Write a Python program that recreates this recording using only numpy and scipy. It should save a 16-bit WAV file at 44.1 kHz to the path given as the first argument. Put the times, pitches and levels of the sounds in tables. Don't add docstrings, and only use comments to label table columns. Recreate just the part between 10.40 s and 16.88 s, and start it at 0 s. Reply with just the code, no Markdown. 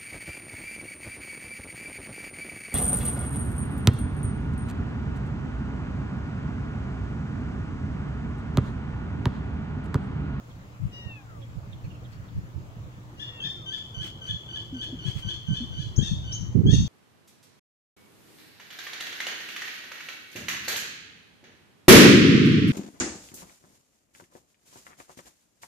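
import sys
import numpy as np
from scipy import signal
from scipy.fft import rfft, irfft, next_fast_len
from scipy.io import wavfile
from scipy.ndimage import uniform_filter1d, map_coordinates

SR = 44100
rng = np.random.default_rng(int(sys.argv[2]) if len(sys.argv) > 2 else 0)


def dump_mix(stems):
    frames = np.atleast_2d(stems).T
    limited = np.clip(frames, -1, 1)
    pcm = np.round(limited * 32767).astype(np.int16)
    wavfile.write(sys.argv[1], SR, pcm)


N = 285768

# frequency in Hz, relative level in dB.
AIR_COLOUR = [(20, -26), (60, -9.5), (120, -3.5), (175, -9.5), (310, -22), (470, -20), (760, -24),
              (1100, -23.5), (1500, -27.5), (2900, -34), (4900, -40), (7300, -39), (8400, -49.5),
              (15500, -48)]
# frequency in Hz, correlation from -1 to 1.
AIR_LIKENESS = [(60, 0.97), (180, 0.95), (550, 0.42), (1650, -0.52), (4000, 0.0052)]
# frequency in Hz, left over right in dB.
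AIR_BALANCE = [(60, -2.5), (130, 0), (640, -0.5), (1400, .5), (3100, 3), (6800, -1), (14000, 7)]
# multiple of its pitch, relative level in dB.
ENGINE_ORDERS = [(1, -0.5), (2, -23), (2.5, -16)]
# time in seconds, level in dB.
ENGINE_LEVEL = [(0, -52), (.8, -46), (1.8, -45.5), (2.85, -47), (3.3, -55), (4.3, -51), (6.48, -42.5)]
# time in seconds, level in dB.
BREEZE_LEVEL = [(0, -58.5), (1.2, -48), (2.4, -47.5), (3, -59), (4.3, -56.5), (5.6, -37)]
# middle and length in seconds, level in dB, side (left < 0).
STRONG_GUSTS = [(0.442, 0.088, -25, -0.51), (0.662, 0.0375, -32.5, 1), (1.175, 0.046, -30, 1),
                (1.467, .07, -33.5, 0.1), (1.973, 0.05, -27.5, -0.037), (2.179, 0.08, -32, 1),
                (3.598, 0.05, -31, 0.83), (3.932, 0.081, -32, 0.74), (4.681, 0.0512, -24, -1),
                (4.778, 0.049, -28, 0.84), (4.871, 0.048, -28.5, -0.48), (5.112, 0.053, -21, 0.43),
                (5.397, 0.036, -26.5, 0.59), (5.608, 0.059, -15, -1), (5.728, 0.034, -19.5, -0.91),
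                (6.032, 0.055, -29, -1.2), (6.186, 0.078, -13, 0.65), (6.273, 0.08, -12.5, 0.18),
                (6.339, .06, -11, 0.93), (6.41, .1, -18.5, 0.075)]
# frequency in Hz, relative level in dB.
SOFT_GUST_COLOUR = [(20, -29), (45, -3), (75, 2), (125, 3), (180, -3.5), (250, -24), (400, -62), (900, -67)]
HARD_GUST_COLOUR = [(20, -29), (45, -9.5), (80, -1.5), (135, 2.5), (210, -4), (340, -14), (480, -25.5),
                    (650, -59), (1100, -82)]
# time in seconds, level in dB.
RIPPLE_LEVEL = [(0, -67.5), (3, -62), (4.5, -54.5), (6.48, -63.5)]
# start and length in seconds, pitch in Hz, level in dB.
HULL_GULPS = [(4.322, 0.1, 245.5, -32), (4.523, 0.047, 251, -30.5), (5.201, 0.063, 233, -28.5)]
# middle and length in seconds, level in dB.
TACKLE_SWISHES = [(1.73, 0.042, -60), (3.38, .036, -54), (3.66, 0.083, -46.5), (3.877, 0.069, -56),
                  (4.449, 0.022, -49), (4.688, .069, -47.5), (4.786, 0.078, -48.5), (4.916, 0.15, -57)]
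# frequency in Hz, relative level in dB.
TACKLE_COLOUR = [(400, 6), (1200, 6.5), (2500, 9.5), (5000, 3.5), (8000, -0.5), (10000, -8.5), (15500, -10)]
# frequency in Hz, seconds to die away by 60 dB.
TREE_DECAY = [(1000, 0.14), (3300, 0.58), (6300, 0.54), (12000, 0.45)]
# start and length in seconds, pitch it glides towards in Hz, level at the bird in dB.
LEAF_CHIRPS = [(.095, 0.032, 3120, -58), (1.01, 0.041, 3120, -53.5), (1.32, 0.025, 3255, -46),
               (1.435, 0.05, 2300, -54), (1.495, 0.056, 2520, -56), (1.54, .045, 2510, -57),
               (1.636, 0.04, 3220, -54.5), (1.875, 0.036, 3300, -61)]
SHARP_TSIKS = [(1.436, 0.027, 4600, -57), (1.72, 0.025, 4680, -53), (5.558, .056, 6930, -35),
               (5.921, .06, 6565, -31.5), (6.331, 0.051, 6550, -36)]
# start, steepest fall and end in seconds,
# pitch before the fall in Hz, relative level in dB.
MEW_CALLS = [(0.503, 0.863, 1.06, 974, -49.5), (2.755, 3.15, 3.26, 972, -53)]
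# frequency in Hz, gain in dB.
MEW_THROAT = [(550, 10.5), (950, -16), (1150, 3), (1450, -6), (1900, -10.5), (2300, -17), (2650, 6),
              (2950, -2.5), (3700, -4.5), (4700, -16.5), (5700, -11.5), (6800, -27), (9000, -35)]
# start, break
# and arch length in seconds, held pitch in Hz, relative level of the arch in dB.
KINGFISHER_CALLS = [(2.793, 2.795, 0.0447, 1569, -37), (2.999, 3.035, .045, 1612, -32),
                    (3.256, 3.317, 0.04, 1544, -34), (3.539, 3.606, .034, 1493, -36.5),
                    (3.807, 3.877, 0.041, 1511, -35.5), (4.077, 4.149, 0.031, 1505, -36),
                    (4.338, 4.41, .035, 1510, -35.5), (4.585, 4.651, 0.042, 1458, -39.5),
                    (4.82, 4.886, 0.0345, 1513, -35.5), (5.063, 5.146, 0.044, 1528, -39),
                    (5.312, 5.387, 0.054, 1484, -44.5), (5.58, 5.615, 0.075, 1642, -36),
                    (5.836, 5.92, .01, 1490, -31), (6.261, 6.302, 0.063, 1676, -33.5)]
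# frequency in Hz, gain in dB.
KINGFISHER_BILL = [(800, -46), (1550, -10.5), (1800, -17), (2300, -10.5), (2750, -15), (3050, 6.5),
                   (3600, 0), (4150, -7.5), (4700, -15), (5300, -17.5), (6200, -12.5), (7200, -23.5),
                   (8300, -36), (10000, -34), (11300, -57)]


def amp(db):
    return 10 ** (np.asarray(db) / 20)


def unit_rms(x):
    return x / np.sqrt(np.mean(np.abs(x) ** 2) + 1e-20)


def at_hz(table, hz):
    f, value = np.transpose(table)
    return np.interp(np.log(hz + 1), np.log(f + 1), value)


def at_time(table, seconds):
    return np.interp(seconds, *np.transpose(table))


def add(mix, start, sound):
    part = mix[..., max(round(start * SR), 0):][..., :sound.shape[-1]]
    part += sound[..., :part.shape[-1]]


def waver(n, rate):
    knots = rng.standard_normal(4096)
    return map_coordinates(knots, [np.arange(n) * rate / SR], order=3, mode="mirror")


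def coloured(x, gain):
    size = next_fast_len(x.shape[-1])
    return irfft(rfft(x, size) * gain(np.fft.rfftfreq(size, 1 / SR)), size)[..., :x.shape[-1]]


def fade(t, length, rise, fall):
    opening = np.sin(np.pi / 2 * np.clip(t / rise, 0, 1)) ** 2
    closing = np.sin(np.pi / 2 * np.clip((length - t) / fall, 0, 1)) ** 2
    return opening * closing


def phase_of(hz):
    return 2 * np.pi * np.cumsum(hz) / SR


def open_air(level_db=-46.5, patchy_db=1.52, lap_db=3):
    frames, hz = N // 256 + 5, np.fft.rfftfreq(1024, 1 / SR)
    re, im, other_re, other_im, patches = rng.standard_normal((5, frames, len(hz)))
    patches = unit_rms(uniform_filter1d(uniform_filter1d(patches, 14, axis=0), 10, axis=1))
    heave = unit_rms(uniform_filter1d(rng.standard_normal(frames), 16))[:, None] / (1 + (hz / 400) ** 2)
    likeness = at_hz(AIR_LIKENESS, hz)
    left = re + 1j * im
    right = likeness * left + np.sqrt(1 - likeness ** 2) * (other_re + 1j * other_im)
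    colour_db = at_hz(AIR_COLOUR, hz) + patchy_db * patches + lap_db * heave
    balance_db = np.outer([.5, -.5], at_hz(AIR_BALANCE, hz))[:, None]
    spectra = np.array([left, right]) * amp(colour_db + balance_db)
    _, wash = signal.istft(spectra.transpose(0, 2, 1), nperseg=1024, noverlap=768)
    return amp(level_db) * unit_rms(wash[:, :N])


def far_engine(pitch_hz=118.04, wander=0.03437, flutter=0.3):
    phase = phase_of(pitch_hz * (1 + wander * waver(N, 25)))
    hum = sum(amp(db) * np.sin(k * phase) * (1 + flutter * waver(N, 20)) for k, db in ENGINE_ORDERS)
    return amp(at_time(ENGINE_LEVEL, np.arange(N) / SR)) * unit_rms(hum)


def breeze(lumpy_db=4, centre_hz=100):
    noise = rng.standard_normal((2, N))
    rumble = unit_rms(coloured(noise, lambda f: (f / centre_hz) ** 2 / (1 + (f / centre_hz) ** 5.35)))
    lumps = np.array([waver(N, 34), waver(N, 24)])
    return rumble * amp(at_time(BREEZE_LEVEL, np.arange(N) / SR) + lumpy_db * lumps)


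def eddies(per_second=5, over_breeze_db=4, spread_db=5, length_s=0.0529):
    offsets, sizes, sides = rng.uniform(-1, 1, (100, 3)).T
    times = (np.arange(len(offsets)) + 1 + offsets / 2) / per_second
    levels_db = at_time(BREEZE_LEVEL, times) + over_breeze_db + spread_db * sizes
    return [(s, length_s, db, side) for s, db, side in zip(times, levels_db, sides) if s < N / SR]


def buffet(gusts, port, lumpy_db=3, shelter_db=-26.5, margin_s=.03):
    out = np.zeros(N)
    for middle, length, level_db, side in gusts:
        port_db = level_db + shelter_db * max(-port * side, 0)
        t = np.arange(0, length + 2 * margin_s, 1 / SR)
        eddy = rng.standard_normal(SR)[:len(t)] * amp(lumpy_db * waver(len(t), 90.8))
        eddy *= fade(t - margin_s, length, 0.0048, 0.0084)
        hard = np.interp(port_db, [-27, -13], [0, 1])
        thud = coloured(eddy, lambda f: amp((1 - hard) * at_hz(SOFT_GUST_COLOUR, f)
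                                            + hard * at_hz(HARD_GUST_COLOUR, f)))
        thud = unit_rms(thud * fade(t, t[-1], 0.018, .02)) * np.sqrt(length / t[-1])
        add(out, middle - length / 2 - margin_s, amp(port_db) * thud)
    return out


def microphone_wind(ceiling=.9):
    turbulence, gusts = breeze(), STRONG_GUSTS + eddies()
    thuds = np.array([buffet(gusts, port) for port in (-1, 1)])
    return ceiling * np.tanh((thuds + turbulence) / ceiling)


def hull_ripples(centre_hz=335, width_hz=45, uneven_db=4):
    hollow = coloured(rng.standard_normal(N), lambda f: 1 / (1 + ((f - centre_hz) / width_hz) ** 2))
    return unit_rms(hollow) * amp(at_time(RIPPLE_LEVEL, np.arange(N) / SR) + uneven_db * waver(N, 16))


def hull_gulps(wobble=0.043):
    out = np.zeros(N)
    for start, length, hz, level_db in HULL_GULPS:
        t = np.arange(0, length, 1 / SR)
        ring = np.sin(phase_of(hz * (1 + wobble * waver(len(t), 120))))
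        add(out, start, amp(level_db) * ring * fade(t, length, 0.0078, 0.8 * length))
    return out


def tackle(grain_db=3, left_db=1.5):
    t = np.arange(N) / SR
    swell = sum(amp(db) * np.exp(-(2 * (t - s) / length) ** 2) for s, length, db in TACKLE_SWISHES)
    grains = rng.standard_normal((2, N)) * amp(grain_db * waver(N, 500))
    rub = unit_rms(coloured(grains, lambda f: amp(at_hz(TACKLE_COLOUR, f))))
    return swell * rub * amp([[left_db], [-left_db]])


def creek(call, direct_db, echo_db, near_db, left_db=0.92, shade_db=2.5, lag_samples=21):
    taps = rng.standard_normal((2, SR)) * (rng.random((2, SR)) < .05)
    taps[1] = .5 * np.roll(taps[0], lag_samples) + 0.85 * taps[1]
    hz, t, spectra = signal.stft(taps, SR, nperseg=256)
    decay = amp(-60 * t / at_hz(TREE_DECAY, hz)[:, None])
    build_up = 1 - np.exp(-t / 0.011)
    trees = signal.istft(spectra * decay * build_up, SR, nperseg=256)[1][:, :SR]
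    near = taps[:, ::-1] * np.exp(-np.arange(SR) / SR / 0.0059)
    path = (amp(echo_db) * unit_rms(trees) + amp(near_db) * unit_rms(near)) / np.sqrt(SR)
    path[0, 0] += amp(direct_db)
    path[1, lag_samples] += amp(direct_db)
    heard = signal.fftconvolve(call[None], path, axes=1)[:, :N]
    return coloured(heard, lambda f: amp(np.outer([1, -1],
                                                  left_db + shade_db * np.clip(f / 3000 - 1, 0, 1))))


def small_bird(notes, rise_s, glide, bend, buzz_hz, buzz_rate=1100):
    out = np.zeros(N)
    for start, length, target_hz, level_db in notes:
        t = np.arange(0, length, 1 / SR)
        hz = target_hz * (1 + bend * np.exp(-t / (glide * length))) + buzz_hz * waver(len(t), buzz_rate)
        whistle = np.sqrt(2) * np.sin(phase_of(hz))
        add(out, start, amp(level_db) * whistle * fade(t, length, rise_s, 0.89 * length))
    return out


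def bird_of_prey(fall_share=.5, fall_s=.083, db_per_sag=-37, jitter=.004, shimmer=.15):
    out = np.zeros(N)
    for start, steepest, end, top_hz, level_db in MEW_CALLS:
        t = np.arange(start, end, 1 / SR)
        sag = fall_share / (1 + np.exp((steepest - t) / fall_s))
        hz = top_hz * (1 - sag) * (1 + jitter * waver(len(t), 318))
        phase = phase_of(hz)
        voice = sum(amp(at_hz(MEW_THROAT, k * hz) - 79 * sag * max(k - 2.8, 0)) * np.sin(k * phase)
                    for k in range(1, 9))
        level = amp(level_db + db_per_sag * sag) * fade(t - start, end - start, rise=0.05, fall=0.021)
        add(out, start, level * voice * (1 + shimmer * waver(len(t), 350)))
    return out


def kingfisher_voice(pitch_hz, arched, rasp, hoarse, jitter=0.0076, rasp_jitter=0.014, shimmer=0.43):
    n = len(pitch_hz)
    hz = pitch_hz * (1 + (jitter + rasp_jitter * hoarse ** 2) * waver(n, 595))
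    phase = phase_of(hz)
    slipping_phase = phase + 0.3 * waver(n, 199.7)
    treble_db = (9 * rasp - 5) * arched + 2 * rasp
    held_dull_db = -2 * (1 - arched)
    voice = 0
    for k in np.arange(2, 15) / 2:
        tilt_db = treble_db * np.clip(k - 2, 0, 1.3) + held_dull_db * np.clip(k - 3, 0, 1)
        gain = amp(at_hz(KINGFISHER_BILL, k * hz) + tilt_db) * (1 + shimmer * waver(n, 192.7))
        voice += gain * (hoarse * np.sin(k * slipping_phase) if k % 1 else np.sin(k * phase))
    return np.sqrt(2) * voice


def kingfisher(open_hz=1550, usual_hz=1518, swell_db_per_s=71.5, slide_s=0.0309, droop=0.0814,
               first_rasp=0.22):
    out = np.zeros(N)
    first_start, last_start = KINGFISHER_CALLS[0][0], KINGFISHER_CALLS[-1][0]
    for start, crack, arch_s, held_hz, arch_db in KINGFISHER_CALLS:
        end = crack + arch_s
        t = np.arange(start, end, 1 / SR)
        progress = (start - first_start) / (last_start - first_start)
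        rasp = first_rasp + (1 - first_rasp) * progress ** 1.85
        hoarse = rasp * np.interp(t - crack, [-.03, 0, .01], [0, .4, 1])
        push_hz = held_hz - usual_hz
        top_hz, held_db = 1733 + .75 * push_hz, -42 + 0.0342 * push_hz
        lead_hz = held_hz + (open_hz - held_hz) * np.clip((crack - t) / (crack - start), 0, 1) ** 2
        along_arch = np.clip((t - crack) / arch_s, 0, 1)
        arch_hz = top_hz * (1 - droop * np.abs((along_arch - .45) / .55) ** 2.386)
        arched = np.sin(np.pi / 2 * np.clip((t - crack) / slide_s + 0.383, 0, 1)) ** 2
        voice = kingfisher_voice(lead_hz + (arch_hz - lead_hz) * arched, arched, rasp, hoarse)
        lead_db = held_db - swell_db_per_s * np.maximum(crack - t, 0)
        level_db = lead_db + (arch_db - lead_db) * np.interp(t - crack, [-.008, .022], [0, 1])
        add(out, start, amp(level_db) * voice * fade(t - start, end - start, 0.0078, 0.0077))
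    return out


def scene():
    birds = creek(kingfisher(), direct_db=-6, echo_db=-2.5, near_db=-7.5)
    birds += creek(bird_of_prey(), direct_db=-6, echo_db=-20, near_db=3.5, left_db=3.5)
    chirps = small_bird(LEAF_CHIRPS, rise_s=0.014, glide=0.443, bend=0.195, buzz_hz=140)
    birds += creek(chirps, direct_db=-3, echo_db=-13.5, near_db=-2, left_db=-3)
    tsiks = small_bird(SHARP_TSIKS, rise_s=0.0077, glide=0.23, bend=-.23, buzz_hz=240)
    birds += creek(tsiks, direct_db=-10.5, echo_db=-8.5, near_db=-4, left_db=1.5)
    background = open_air() + far_engine()
    boat = hull_gulps() + hull_ripples() + tackle()
    return background + microphone_wind() + boat + birds


def record(dry, edge_hz=15850):
    low_pass = signal.firwin(1023, edge_hz, window=("kaiser", 9), fs=SR)
    return signal.oaconvolve(dry, low_pass[None], "same")


dry = scene()
out = record(dry)
dump_mix(out)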